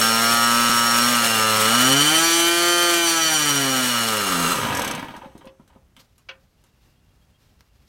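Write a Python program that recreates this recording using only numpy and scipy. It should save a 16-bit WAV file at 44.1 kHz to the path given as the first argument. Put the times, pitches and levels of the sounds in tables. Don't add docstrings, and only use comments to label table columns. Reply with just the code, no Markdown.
import sys
import numpy as np
from scipy import signal
from scipy.io import wavfile
from scipy.ndimage import uniform_filter1d

SR = 44100
rng = np.random.default_rng(int(sys.argv[2]) if len(sys.argv) > 2 else 0)


def int16_out(signal):
    q = np.round(np.clip(np.atleast_2d(signal).T, -1, 1) * 32767)
    wavfile.write(sys.argv[1], SR, q.astype(np.int16))


N = 347508
T = np.arange(N) / SR
STUMBLE_BELOW = 108


def amp(db):
    return 10 ** (np.asarray(db) / 20)


def unit(x):
    return x / np.sqrt(np.mean(x ** 2) + 1e-20)


def steady(x, size=2600):
    return x / np.sqrt(np.abs(uniform_filter1d(uniform_filter1d(x ** 2, size), size)) + 1e-12)


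def curve(rows, column=1):
    rows = np.array(rows)
    return np.interp(T, rows[:, 0], rows[:, column])


def read(points, hz):
    f, value = np.transpose(points)
    return np.interp(np.log(hz + 1), np.log(f + 1), value)


def colour(x, eq, size=4096):
    log_gain = np.log(amp(np.maximum(read(eq, abs(np.fft.fftfreq(size, 1 / SR))), -100)))
    taps = np.fft.ifft(np.exp(np.conj(signal.hilbert(log_gain)))).real[:size // 2]
    return signal.oaconvolve(x, taps / np.linalg.norm(taps))[:N]


def noise():
    return rng.standard_normal(N)


def wander(per_s):
    knots = rng.standard_normal(N // 20)
    return unit(np.interp(T * per_s, np.arange(len(knots)), knots))


def resonate(x, hz, width_hz):
    carrier = np.exp(2j * np.pi * np.cumsum(np.full(N, hz)) / SR)
    r = np.exp(-np.pi * width_hz * np.sqrt(2) / SR)
    return 2 * (carrier * signal.lfilter([(1 - r) ** 2], [1, -2 * r, r * r], x / carrier)).real


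def bursts(rows, rise, decay):
    out, t = np.zeros(N), T[:SR // 2]
    shape = (1 - np.exp(-t / rise)) * np.exp(-t / decay)
    for start, db, *_ in rows:
        part = out[round(start * SR):][:len(t)]
        part += amp(db) * shape[:len(part)] / shape.max()
    return out


def strike(rows, ring, column=1):
    blows = np.zeros(N)
    for row in rows:
        blows[round(row[0] * SR)] += amp(row[column])
    return signal.oaconvolve(blows, ring)[:N]


def garage(x, wet_db):
    echoes = [(.0013, 0.14), (.0031, 0.45), (.0074, 0.22)]
    decay = [(600, 0.29), (3000, 0.12), (15000, 0.076)]
    diffuse = rng.standard_normal(SR // 2) * (T[:SR // 2] > .004)
    hz, t, bands = signal.stft(diffuse, SR, nperseg=256)
    tail = signal.istft(bands * amp(-60 * t / read(decay, hz)[:, None]), SR, nperseg=256)[1]
    response = amp(wet_db) * tail / np.linalg.norm(tail)
    response[0] += 1
    for delay, gain in echoes:
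        response[round(delay * SR)] += gain
    return signal.oaconvolve(x, response / np.linalg.norm(response))[:N]


def background():
    air_eq = [(20, -20.5), (55, -1.5), (200, -13.5), (330, -22), (3000, -34.5), (16000, -44.5)]
    return amp(-59.5) * unit(colour(noise(), air_eq)) * amp(1.2 * wander(16))


def birds(chirp_hz=3280, chirps_from_s=6.94, every_s=.128, trill_hz=2750, trill_from_s=6.58):
    t, since = T[:SR // 14], np.maximum(T - trill_from_s, 0)
    glide_hz = chirp_hz - 500 * np.exp(-t / .011)
    chirp = np.sin(2 * np.pi * np.cumsum(glide_hz) / SR) * np.hanning(len(t))
    calls = [(chirps_from_s + i * every_s, -71 + 2 * rng.standard_normal()) for i in range(5)]
    trill = unit(resonate(noise(), trill_hz, 70)) * (since > 0) * amp(-74 - 3.3 * since)
    return garage(strike(calls, chirp) + trill, wet_db=-7.5)


def cable():
    sliding = [(5.94, -85), (6.0, -53), (6.08, -72), (6.7, -72), (7.5, -75), (7.88, -67)]
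    swishes = [(6.8, -68), (7.38, -67)]
    cloth_eq = [(300, 0), (5000, 4), (10000, -9), (13000, -2), (16000, -15)]
    outside_s = abs(T - np.clip(T, sliding[0][0], sliding[-1][0]))
    envelope = amp(curve(sliding) - 2) * np.exp(-outside_s / .079)
    slide = colour(noise(), cloth_eq) * envelope * amp(2.8 * wander(75))
    return slide + colour(noise(), cloth_eq) * bursts(swishes, rise=.12, decay=.058)


def grip():
    taps = [(7.594, -41), (7.6078, -27.5)]
    plastic_eq = [(200, -10), (700, -2), (1900, 1), (2600, -7), (5800, -3), (7000, -15), (16000, -16)]
    return garage(colour(strike(taps, [1.]), plastic_eq), wet_db=-10)


def clip_ticks():
    ticks = [(5.1644, -29), (5.378, -34), (5.4544, -36), (5.677, -40), (5.9653, -36), (6.1803, -37.5),
             (6.6383, -40)]
    metal_eq = [(500, 7), (5000, 0.5), (9000, 1), (16000, -10)]
    contacts = amp(-11.5) * noise() * bursts(ticks, rise=.00047, decay=.0031)
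    return garage(colour(contacts, metal_eq), wet_db=-1.5)


def knocks():
    blows = [(5.2342, -54, -45), (5.446, -51, -46), (5.4723, -36.5, -52), (5.752, -60, -60),
             (5.9654, -38, -64), (6.288, -26.5, -69), (6.2915, -25.5, -49)]
    wood_eq = [(120, -54), (400, -21), (1000, -10), (1650, -5.5), (2100, -6.5), (3000, -3.5), (5500, -20),
               (9000, -47)]
    modes = [(533, 5, 0.29), (385, -8.5, 0.41), (1030, -2, 0.13), (1465, -13, .1)]
    t = T[:SR // 2]
    ring = sum(amp(db - 60 * t / t60) * np.sin(2 * np.pi * hz * t) for hz, db, t60 in modes)
    crunch = amp(-6.5) * noise() * bursts(blows, rise=.00032, decay=.0037)
    click = amp(7.5) * strike(blows, [1.])
    return garage(colour(crunch + click, wood_eq), wet_db=-2.5) + strike(blows, ring, column=2)


def speed(coast_from_s=4.8, drag_s=.18, friction=7.377):
    driven = [(0.0, 112.1), (0.3, 116.5), (0.59, 119.0), (0.89, 117.3), (1.11, 121.7), (1.32, 112.0),
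              (1.41, 109.7), (1.6, 108.5), (1.66, 109.3), (1.75, 119.6), (1.95, 138.6), (2.14, 160.5),
              (2.23, 165.8), (2.66, 173.4), (2.83, 173.3), (3.03, 169.6), (3.27, 160.2), (3.39, 151.2),
              (3.56, 140), (3.98, 117.9), (4.19, 104.7), (4.3, 92.0), (4.43, 83.7), (4.52, 85.8),
              (4.63, 58)]
    since = np.maximum(T - coast_from_s, 0)
    coasting = np.maximum(29.28 * np.exp(-since / drag_s) + 12.4 - friction * since, 0)
    return np.where(T < coast_from_s, curve(list(driven) + [(coast_from_s, coasting[0])]), coasting)


def burning(stop_s=4.53, fade_s=.08):
    return np.exp(-np.maximum(T - stop_s, 0) / fade_s)


def leanness(rich_hz=125, lean_hz=168):
    return np.clip((speed() - rich_hz) / (lean_hz - rich_hz), 0, 1)


def crank(splice_s=.696, splice_turns=.7, top_centre_s=5.351):
    waver = .001 + .001224 * np.maximum(STUMBLE_BELOW - speed(), 0) * burning()
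    turns = np.cumsum(speed() * (1 + waver * wander(60))) / SR
    turns -= splice_turns * (T > splice_s)
    return turns - np.interp(top_centre_s, T, turns) % 1


def tone(turns, order):
    return np.sqrt(2) * np.sin(2 * np.pi * (order * turns + rng.random()))


def port_pulses(turns, scatter_db, jitter_s):
    count = np.arange(1, int(turns[-1]))
    chance = rng.standard_normal((len(count), 2))
    at = (np.interp(count, turns, T) + jitter_s * chance[:, 0]) * SR
    near = at.astype(int)[:, None] + np.arange(-8, 9)
    pulses = amp(scatter_db * chance[:, 1:]) * np.sinc(near - at[:, None])
    out = np.zeros(N)
    np.add.at(out, np.clip(near, 0, N - 1), pulses)
    return steady(out)


def gusts(turns, share, floor):
    return unit(noise() * (floor + np.exp(-(turns % 1) / share)))


def slowing(db, knee, power):
    return db - 10 * np.log10(1 + (knee / np.maximum(speed(), 1)) ** (2 * power))


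def strokes(turns, level_db, below, phase=0):
    at = np.flatnonzero((np.diff(np.floor(turns - phase)) > 0) & (speed()[1:] < below))
    return list(zip(T[at], level_db[at]))


def rundown(turns):
    rattle_eq = [(40, -19), (90, -4), (250, -0.5), (350, -6), (530, 3), (680, -11.5), (900, -1), (1800, -4),
                 (3300, -6.5), (7000, -27)]
    chuff_eq = [(70, -11), (150, -1), (260, 6), (400, -12), (920, 5.5), (1300, -0.5), (3300, -10),
                (6000, -30)]
    port_eq = [(2400, -23), (4800, -8), (5400, -2), (6300, 2), (6950, -11), (7800, -2), (8800, -3),
               (10400, -11.5), (11800, -4.5), (16000, -32)]
    leak_eq = [(80, -12), (220, -3.5), (450, -10.5), (1000, -13), (4000, -54)]
    clatters = [(5.088, -37), (5.138, -36), (5.158, -40), (5.213, -40), (5.243, -43), (5.408, -45),
                (5.697, -52), (5.726, -56)]
    loose_eq = [(200, -10), (650, -7), (880, 5), (1250, -9), (3200, -13.5), (6000, -44)]
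    unfired = np.sqrt(1 - burning() ** 2)
    shake = unfired * amp(slowing(-25, knee=26.8, power=3.83))
    spin = np.clip((speed() - 20) / 40, 0, 1)
    pumping = port_pulses(turns, scatter_db=1, jitter_s=0) * spin
    rattle = (.7 * gusts(turns, share=.13, floor=.55) + .35 * pumping) * shake
    whirr = amp(-14.5) * (tone(turns, 1.8) + tone(turns, 2.4)) * shake * spin
    chuffs = strokes(turns, slowing(-24.5, knee=18.5, power=6), below=60, phase=.647)
    puffs = noise() * bursts(chuffs, rise=.0017, decay=.0042)
    spits = strokes(turns, slowing(-14.5, knee=25.8, power=10), below=48)
    spitting = amp(-12) * bursts(spits, rise=.004, decay=.0026)
    hiss = noise() * (unfired * amp(slowing(-29, knee=80, power=2.3)) + spitting)
    releases = strokes(turns, slowing(-33, knee=8.5, power=2.5), below=26)
    t = T[:SR // 8]
    plop = np.sin(2 * np.pi * 215 * t) * (t / .0036) ** 2 * np.exp(-t / .0024)
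    plops = amp(10) * strike(releases, plop) + amp(5) * strike(chuffs, plop)
    leak = amp(-8) * colour(noise() * bursts(releases, rise=.003, decay=.007), leak_eq)
    clatter = colour(noise() * bursts(clatters, rise=.0047, decay=.0073), loose_eq)
    air = colour(puffs, chuff_eq) + colour(hiss, port_eq) + leak
    return garage(colour(rattle, rattle_eq) + air + clatter, wet_db=-6) + whirr + plops


def stand_hum(hz=535, width_hz=22):
    return amp(-41) * unit(resonate(noise(), hz, width_hz)) * burning() * (1 - leanness())


def propeller(turns, build_up=1.5):
    resonances = [(1, 108, 4.4, -38), (1, 140, 11, -30.5), (2, 170, 11, -30.5), (2, 259.5, 42, -27),
                  (2, 342, 12, -24.5), (3, 255, 36, -28), (3, 415, 23, -37.5), (4, 436, 36, -33.5),
                  (5, 542, 6.5, -30.5), (5, 590, 25, -37.5), (5, 815, 26, -35)]
    rate, out = speed(), np.zeros(N)
    acceleration = uniform_filter1d(np.gradient(rate) * SR, size=9000)
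    for order in sorted({row[0] for row in resonances}):
        swell = np.zeros(N)
        for _, hz, width, db in (row for row in resonances if row[0] == order):
            response = 1 / (1 + ((order * rate - hz) / width) ** 2)
            smoothing = min(round(build_up * SR / width), SR // 4)
            swell += amp(db) * uniform_filter1d(response, smoothing)
        out += tone(turns, order) * swell * amp(wander(8.9))
    return out * amp(.03 * acceleration) * burning()


def standing_waves(pulses, lean):
    modes = [(1214, 30, 18), (1299, 44, 21), (1388, 40, 16.5), (1561, 42, 14), (1644, 34, 16),
             (2395, 75, 18.5), (3061, 52, 14), (4320, 52, 14), (4505, 52, 12)]
    blunt = amp(-5 * (1.5 - lean))
    return sum(amp(db) * resonate(pulses, hz, width) * (blunt if hz > 2000 else 1)
               for hz, width, db in modes)


def flutter(x, hz, width_hz, depth_db=4.5, per_s=24):
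    mode = resonate(x, hz * (1 + .003 * wander(per_s)), width_hz)
    return mode * amp(depth_db * np.tanh(wander(per_s)))


def whistles(drive, heat, low_hz=2870, high_hz=5470):
    lock = [(0.15, 4.5), (0.65, 2), (0.98, 6), (1.25, -1.5), (1.62, 0), (2.14, -3), (2.24, 3), (2.45, -1),
            (2.8, -2.5), (3.1, 2.5), (3.55, 1.5), (4.45, -3)]
    low = steady(resonate(drive, low_hz * heat, 110), size=9000)
    high = steady(resonate(drive, high_hz * heat, 80), size=9000)
    return amp(-3 - curve(lock)) * low + amp(-5 + curve(lock)) * high


def exhaust(turns, bark_hz=1300, thud_hz=450, misfire_db=3):
    faders = [(0.0, -21.5, -19), (0.06, -26, -17.5), (1.6, -26, -23.5), (1.74, -24.5, -18),
              (2.35, -22.5, -31.5), (2.53, -24.5, -23.5), (2.62, -24, -33), (2.89, -24, -27.5),
              (3.06, -24.5, -36.5), (4.19, -29.5, -24.5), (4.52, -29, -20.5)]
    pipe_pitch = [(0, 5475), (1.09, 5540), (1.33, 5360), (1.6, 5470), (1.8, 5640), (2.1, 5837), (2.8, 5954),
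                  (3.43, 5787), (3.75, 5680), (4.5, 5270)]
    pipe_modes = [(4200, 130, 4), (6704, 140, 0), (8040, 300, -1.5), (9120, 360, -5), (10520, 340, -9.5)]
    crack_eq = [(150, -29), (520, -4.5), (950, -4.5), (2000, -2.5), (3600, -2.5), (5000, -6), (8500, -6.5),
                (16000, -17)]
    rush_eq = [(30, -24), (90, -7), (300, -3.5), (1800, 1), (3500, 0.5), (4900, -6.5), (9300, -0.5),
               (10400, -7.5), (11300, -3.5), (16000, -9.5)]
    heat = curve(pipe_pitch) / 5470
    lean = leanness()
    halfway = lean * (1 - lean)
    pulses = port_pulses(turns, scatter_db=.47, jitter_s=7e-6)
    gas = gusts(turns, share=.37, floor=.99)
    regular = np.minimum(speed() / STUMBLE_BELOW, 1) ** 3
    stalling = 1 - regular
    drive = pulses + (1.65 - 1.2 * regular - .2 * lean) * gas
    bark = resonate(pulses + 1.5 * stalling * gas, bark_hz * heat, 260)
    bark = steady(garage(bark, wet_db=-17), size=6000) * amp(curve(faders, column=2) - 4.5 - 7 * lean)
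    crack = steady(garage(colour(pulses, crack_eq), wet_db=15)) * amp(2 - .5 * lean)
    rush = steady(colour(gas, rush_eq)) * amp(1.15 - 3.9 * lean + 1.8 * wander(70))
    sputter = amp((1.2 + 8 * halfway) * np.tanh(wander(45)))
    pipe = sum(amp(db) * flutter(drive, hz * heat, width) for hz, width, db in pipe_modes)
    pipe = steady(pipe, size=12000) * sputter * amp(-5.5 + .5 * lean + 13 * halfway)
    scream = whistles(drive, heat) * sputter * amp(18 * halfway - 1.2 * lean)
    ringing = regular * (scream + standing_waves(pulses, lean))
    treble = amp(curve(faders)) * (crack + rush + pipe + ringing)
    thud = amp(-29) * stalling * steady(resonate(drive, thud_hz, 300))
    misfires = amp(misfire_db * stalling * np.tanh(wander(70)))
    return burning() * misfires * (bark + thud + treble)


def scene():
    turns = crank()
    engine = exhaust(turns) + propeller(turns) + stand_hum() + rundown(turns)
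    handling = knocks() + clip_ticks() + grip() + cable()
    return (engine + handling + birds() + background())[None]


def record(dry, ceiling=.94, cutoff_hz=15900):
    limited = dry / (1 + (dry / ceiling) ** 6) ** (1 / 6)
    low_pass = signal.firwin(511, cutoff_hz, window=("kaiser", 9), fs=SR)
    return signal.oaconvolve(limited, low_pass[None], "same")


dry = scene()
out = record(dry)
int16_out(out)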